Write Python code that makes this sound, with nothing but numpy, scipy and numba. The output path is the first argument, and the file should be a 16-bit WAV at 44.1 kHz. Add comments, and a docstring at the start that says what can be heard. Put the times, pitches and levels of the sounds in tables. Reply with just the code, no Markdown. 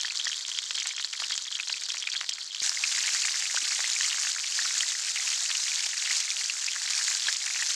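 """Single pops and cracks over a thin sizzle: two chops fry in fat in an iron pan, heard close by from the rim.
The listening place then cuts to above the pan, where the sizzle is denser and brighter. Pings of tiny bubbles,
clicks of fat films and steam hiss make the sizzle. Large steam bubbles are decaying sines that rise in pitch,
spits of fat and a few blunt pops are short noise cracks, faint low bumps (one the click of the cut) are
band-passed pushes; a very faint fire is coloured noise."""
import sys
import numpy as np
from scipy import signal
from scipy.fft import rfft, irfft
from scipy.io import wavfile
from numba import njit

SR = 44100
rng = np.random.default_rng(int(sys.argv[2]) if len(sys.argv) > 2 else 0)


def wrap_up_sound(samples):
    """Save the sound to the file named by the first command line argument, as 16-bit audio."""
    columns = np.atleast_2d(samples).T
    # keep every value between -1 and 1, then stretch to whole-number steps
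    tamed = np.clip(columns, -1, 1)
    steps = np.round(tamed * 32767).astype(np.int16)
    wavfile.write(sys.argv[1], SR, steps)


N = 341775
TIME = np.arange(N) / SR


def from_rim():
    """Close at the rim: sparse, distinct pops; fat bubbling beside the meat also rings the hollow there."""
    # how hard the fat boils: t/s, relative level of the fine sizzle/dB
    boil_rows = [(0.0, -33.5), (0.86, -33), (0.97, -36.5), (1.34, -32), (1.48, -38), (1.82, -33),
                 (2.22, -35.5), (2.26, -38), (2.51, -39.5), (2.55, -34.5), (2.61, -35.5)]
    # colour of the frying at the rim: f/Hz, relative level/dB
    tone = [(60, -44), (200, -33), (430, -25.5), (700, -26.5), (1030, -17.5), (1730, -13), (2700, -16.5),
            (3700, -4), (4400, -0.5), (5200, -4), (7300, -6), (9600, -25.5), (12000, -32), (15000, -43)]
    # hollow between meat and pan wall: f/Hz, width/Hz, level of its ring/dB
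    hollow_hz, width_hz, hollow_db = (3270, 163, -5.7)

    boil_db = boiling(boil_rows, wander_db=0.06)
    pings = bursts(1300, 10500, cycles=2, spread_db=6.5, cap_db=17, rise=.02, count=4600)
    flurry = flurries(depth_db=6)
    fat = sizzle(boil_db, tone, pings, flurry, snap_db=1.5)
    beside_meat = bursts(hollow_hz - width_hz, hollow_hz + width_hz, cycles=2.6,
                         spread_db=10, cap_db=18, rise=0, count=260)
    fat = fat + undb(boil_db - 8.0) * beside_meat
    fat = fat + pops(boil_db, db=-9, cycles=0.62, count=300)
    hollow_ring = band(fat, hollow_hz - width_hz / 2, hollow_hz + width_hz / 2, order=1)
    return undb(-1.5) * (fat + undb(hollow_db) * hollow_ring)


def from_above():
    """Above the pan its whole floor is open: a dense, bright sizzle over blunt pops."""
    # how hard the fat boils: t/s, relative level of the fine sizzle/dB
    boil_rows = [(2.62, -27.5), (2.66, -27), (2.74, -31.5), (2.82, -29), (3.27, -28.5), (3.38, -29.5),
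                 (3.95, -28.5), (4.3, -27.5), (4.35, -33.5), (4.62, -27), (4.8, -28.3), (4.96, -31),
                 (5.25, -28.5), (5.86, -29.5), (5.94, -32.5), (6.18, -26.5), (6.25, -31), (6.73, -31),
                 (7.02, -27), (7.31, -30), (7.37, -32.5), (7.75, -28)]
    # colour of the frying from above: f/Hz, relative level/dB
    tone = [(60, -44), (200, -38.5), (400, -35), (612, -21), (1030, -17.5), (1730, -7.5), (3200, -8),
            (4420, 1), (7100, 2), (8300, -6.5), (9890, -18), (12500, -26), (15000, -41)]

    boil_db = boiling(boil_rows, wander_db=0.37)
    pings = bursts(700, 10500, cycles=2.1, spread_db=6, cap_db=19, rise=.02, count=14000)
    flurry = flurries(depth_db=2.5)
    fat = sizzle(boil_db, tone, pings, flurry, snap_db=4.5)
    return undb(-1.5) * fat + pops(boil_db, db=-9.5, cycles=1.06, count=950)


def sizzle(boil_db, tone, pings, flurry, snap_db):
    """Tiny bubbles ping and films of fat snap over a hiss of steam."""
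    crackle = undb(snap_db) * snaps(spread_db=3.0, cap_db=27.0, count=24000)
    steam = undb(-7) * unit(band(rng.standard_normal(N), 200, 10000))
    fat = colour((pings + crackle + steam) * flurry, tone)
    # level the sizzle by its bright part
    bright = band(fat, 3500, 9500, order=4)
    return fat / np.std(bright) * undb(boil_db)


def bursts(lo_hz, hi_hz, cycles, spread_db, cap_db, rise, count):
    """A swarm of bursting bubbles, each ringing briefly at its own pitch, for half to twice the given cycles."""
    when, pitch, strength, ring, side = rng.random((count, 5)).T
    hz = lo_hz + (hi_hz - lo_hz) * pitch
    decay_s = cycles * 2 ** (2 * ring - 1) / hz
    size = sizes(strength, spread_db, cap_db) / np.sqrt(decay_s)  # long rings are no stronger in energy
    polarity = np.sign(side - .5)
    return unit(grains(when * N / SR, hz, decay_s, size * polarity, rise))


@njit
def grains(start_s, hz, decay_s, size, rise):
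    """Sines that swell as a bubble opens and die away; the pitch climbs by the share rise in each decay time."""
    out = np.zeros(N)
    for k in range(len(hz)):
        first = int(start_s[k] * SR) + 1
        last = min(N, first + int(8 * decay_s[k] * SR))
        for i in range(first, last):
            t = i / SR - start_s[k]
            age = t / decay_s[k]
            swell = age * np.exp(-age)
            out[i] += size[k] * swell * np.sin(2 * np.pi * hz[k] * t * (1 + rise * age / 2))
    return out


def snaps(spread_db, cap_db, count):
    """Tearing films of fat: dry clicks one sample long, of either polarity."""
    when, strength, side = rng.random((count, 3)).T
    push = sizes(strength, spread_db, cap_db) * np.sign(side - .5)
    return unit(np.bincount((when * N).astype(int), push, N))


def pops(boil_db, db, cycles, count):
    """Juice boils up through the fat in blunt, short pops."""
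    swarm = bursts(1500, 3900, cycles=cycles, spread_db=8, cap_db=15, rise=.025, count=count)
    return undb(boil_db + db) * unit(band(swarm, 740, 5900, order=3))


def boiling(rows, wander_db):
    """Level of the boil in dB: a drawn course, wavering slightly at random, several times a second."""
    return curve(rows) + wander_db * walk(14)


def flurries(depth_db):
    """Random gain for sputter in flurries a few milliseconds long, as when one burst sets off its neighbours."""
    return undb(depth_db * np.tanh(.85 * walk(400) + .3 * walk(110)))


def sizes(chance, spread_db, cap_db):
    """Many small bursts and few large ones, up to a largest size."""
    raw_db = -spread_db * np.log(1 - chance)
    return undb(cap_db * np.tanh(raw_db / cap_db))


def large_bubbles(rise=0.02, ring_cycles=4.4, tear_db=-6, tear_ms=0.69):
    """The skin tears with a short rasp; the cavity rings and climbs in pitch (share per ms) as it shrinks."""
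    # the largest steam bubbles: t/s, starting f/Hz, relative level/dB
    bubble_rows = [(0.048, 1780, -22.5), (0.106, 2460, -24), (0.173, 4700, -18.5), (0.213, 3260, -23),
                   (0.269, 1780, -21), (0.516, 3080, -21), (0.909, 2210, -26), (1.025, 2930, -27),
                   (1.046, 4190, -14.5), (1.238, 2810, -21), (1.323, 3120, -27), (1.525, 3120, -25),
                   (1.553, 3260, -19.5), (1.599, 2440, -19), (1.74, 2470, -23), (2.073, 2350, -19),
                   (2.117, 4230, -25), (2.772, 2000, -22), (2.838, 2420, -14), (3.078, 2170, -20.5),
                   (3.252, 2210, -22), (3.572, 1440, -22), (3.842, 1950, -20), (3.963, 2250, -20.5),
                   (4.045, 2050, -23.5), (4.59, 1700, -19), (4.656, 1340, -27), (4.807, 3030, -15),
                   (5.552, 2810, -20), (6.074, 1900, -23), (6.109, 2030, -20), (6.498, 2570, -16.5),
                   (6.684, 2470, -20), (7.284, 1600, -18.5), (7.623, 1790, -21)]
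    out, ms = np.zeros(N), np.arange(SR // 40) * 1000 / SR
    for s, hz, db in bubble_rows:
        turns = hz * ms / 1000
        # decay is set in cycles, so a lower bubble rings longer
        shape = (1 - np.exp(-turns)) ** 2 * np.exp(-turns / ring_cycles)
        ring = shape / shape.max() * np.sin(2 * np.pi * turns * (1 + rise * ms / 2))
        tear = band(rng.standard_normal(len(ms)) * np.exp(-ms / tear_ms), hz / 2, hz + 1900)
        add(out, s, undb(db) * (ring + undb(tear_db) * tear / np.abs(tear).max()))
    return band(out, 310, 9400)


def short_cracks(fast_s=.0005, spray_s=0.00039, spray_db=-15, bright_db=-25):
    """Short noise cracks: sharp spits of fat and a few blunt bubble pops, each a band of decaying noise."""
    # spits and blunt pops: t/s, centre f/Hz, peak level before the pan echo/dB
    crack_rows = [(0.033, 3930, -12.5), (0.588, 2960, -13), (0.708, 2350, -12.5), (0.801, 4900, -16),
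                  (0.871, 6900, -11), (1.221, 1280, -22.5), (1.378, 4900, -9.5), (1.921, 4130, -27),
                  (1.945, 1080, -22), (2.212, 2300, -16), (2.243, 1740, -23), (2.291, 4970, -14),
                  (2.294, 6400, -8), (2.662, 4830, -12), (2.694, 6000, -8), (3.545, 1100, -25.5),
                  (3.564, 4900, -10), (3.792, 1500, -21), (5.378, 1110, -27.5), (5.863, 6240, -13),
                  (6.203, 5300, -12.5), (6.304, 5600, -10.5), (6.376, 6500, -18), (6.666, 4720, -14),
                  (7.327, 6800, -8.5)]
    out, t = np.zeros(N), TIME[:SR // 40]
    for s, hz, db in crack_rows:
        decay = np.exp(-t / fast_s) + undb(spray_db) * np.exp(-t / spray_s)
        blast = band(rng.standard_normal(len(t)) * decay, hz * 0.75, hz * 1.24, order=1)
        crack = band(blast, 500, 7600, order=4) + undb(bright_db) * blast
        add(out, s, undb(db) * crack / np.abs(crack).max())
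    return out


def pan_echo(x, echo_db=-10.5, decay_s=.0065):
    """Iron walls and meat scatter each burst for milliseconds: noise follows its energy, band by band."""
    keep, tail = np.exp(-2 / (decay_s * SR)), 0  # energy dies twice as fast as amplitude
    for lo in 500 * 2 ** (np.arange(8) / 2):  # half-octaves, 500 Hz to 8 kHz
        hi = lo * np.sqrt(2)
        energy = signal.lfilter([1 - keep], [1, -keep], band(x, lo, hi, order=3) ** 2)
        scatter = unit(band(rng.standard_normal(N), lo, hi, order=3))
        tail = tail + np.sqrt(energy) * scatter
    return x + undb(echo_db) * tail


def low_bumps():
    """Faint low bumps, each a band-passed push; the one at 2.619 s clicks at the cut of listening place."""
    # low bumps: t/s, lower edge f/Hz, upper edge f/Hz, peak level/dB
    bump_rows = [(2.29, 150, 600, -51), (2.619, 30, 1200, -34.5), (3.627, 230, 420, -50),
                 (4.53, 170, 450, -58)]
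    out, push = np.zeros(N), signal.unit_impulse(SR // 6)
    for s, lo_hz, hi_hz, db in bump_rows:
        bump = band(push, lo_hz, hi_hz)
        add(out, s, undb(db) * bump / np.abs(bump).max())
    return out


def fire():
    """Low murmur of the flames: coloured noise whose level wavers at random by a dB or so."""
    # colour of the murmur: f/Hz, relative level/dB
    flame_tone = [(20, -14), (70, 0), (130, -9), (300, -3.5), (800, -2), (3000, -41)]
    return unit(colour(rng.standard_normal(N), flame_tone)) * undb(walk(3.4))


def undb(db):
    """Decibels to gain."""
    return 10 ** (np.asarray(db) / 20)


def curve(rows):
    """Rows of (s, value) joined by straight lines."""
    return np.interp(TIME, *np.transpose(rows))


def band(x, lo_hz, hi_hz, order=2):
    """Butterworth band-pass."""
    edges = [lo_hz, min(hi_hz, SR / 2 - 100)]
    return signal.sosfilt(signal.butter(order, edges, "band", fs=SR, output="sos"), x)


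def unit(x):
    """Scale to a standard deviation of 1."""
    return x / np.std(x)


def walk(rate):
    """Random levels, rate of them per second, joined by straight lines; spread near 1."""
    steps = rng.standard_normal(N // 20)
    return unit(np.interp(TIME * rate, np.arange(len(steps)), steps))


def colour(x, points, size=2048):
    """Minimum-phase filter through (Hz, dB) points, so that clicks keep their sharp front."""
    hz, db = np.transpose(points)
    bins_hz = np.arange(size // 2 + 1) * SR / size
    log_gain = np.log(undb(np.interp(np.log(bins_hz + 1), np.log(hz), db)))
    # folding the cepstrum forward makes the filter causal
    cepstrum = irfft(log_gain)
    cepstrum[1:size // 2] *= 2
    cepstrum[size // 2 + 1:] = 0
    response = irfft(np.exp(rfft(cepstrum)))
    return signal.fftconvolve(x, response)[:N]


def add(out, s, sound):
    """Mix a short sound in at time s."""
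    i = int(np.clip(s * SR, 0, N - 1))
    out[i:i + len(sound)] += sound[:N - i]


def scene(move_s=2.619):
    """The pan from the rim, then from above, with the fire beneath."""
    above = np.clip((TIME - move_s) / 0.0016, 0, 1)  # the listening place changes within 1.6 ms
    fat = (1 - above) * from_rim() + above * from_above() + large_bubbles() + short_cracks()
    flames = fire() * ((1 - above) * undb(-76.5) + above * undb(-79.5))
    return (pan_echo(fat) + low_bumps() + flames)[None]


def record(dry, top_hz=15400):
    """The recorder behind the microphone cuts the top with a steep low-pass."""
    return signal.sosfilt(signal.ellip(10, .2, 80, top_hz, fs=SR, output="sos"), dry)


dry = scene()
out = record(dry)
wrap_up_sound(out)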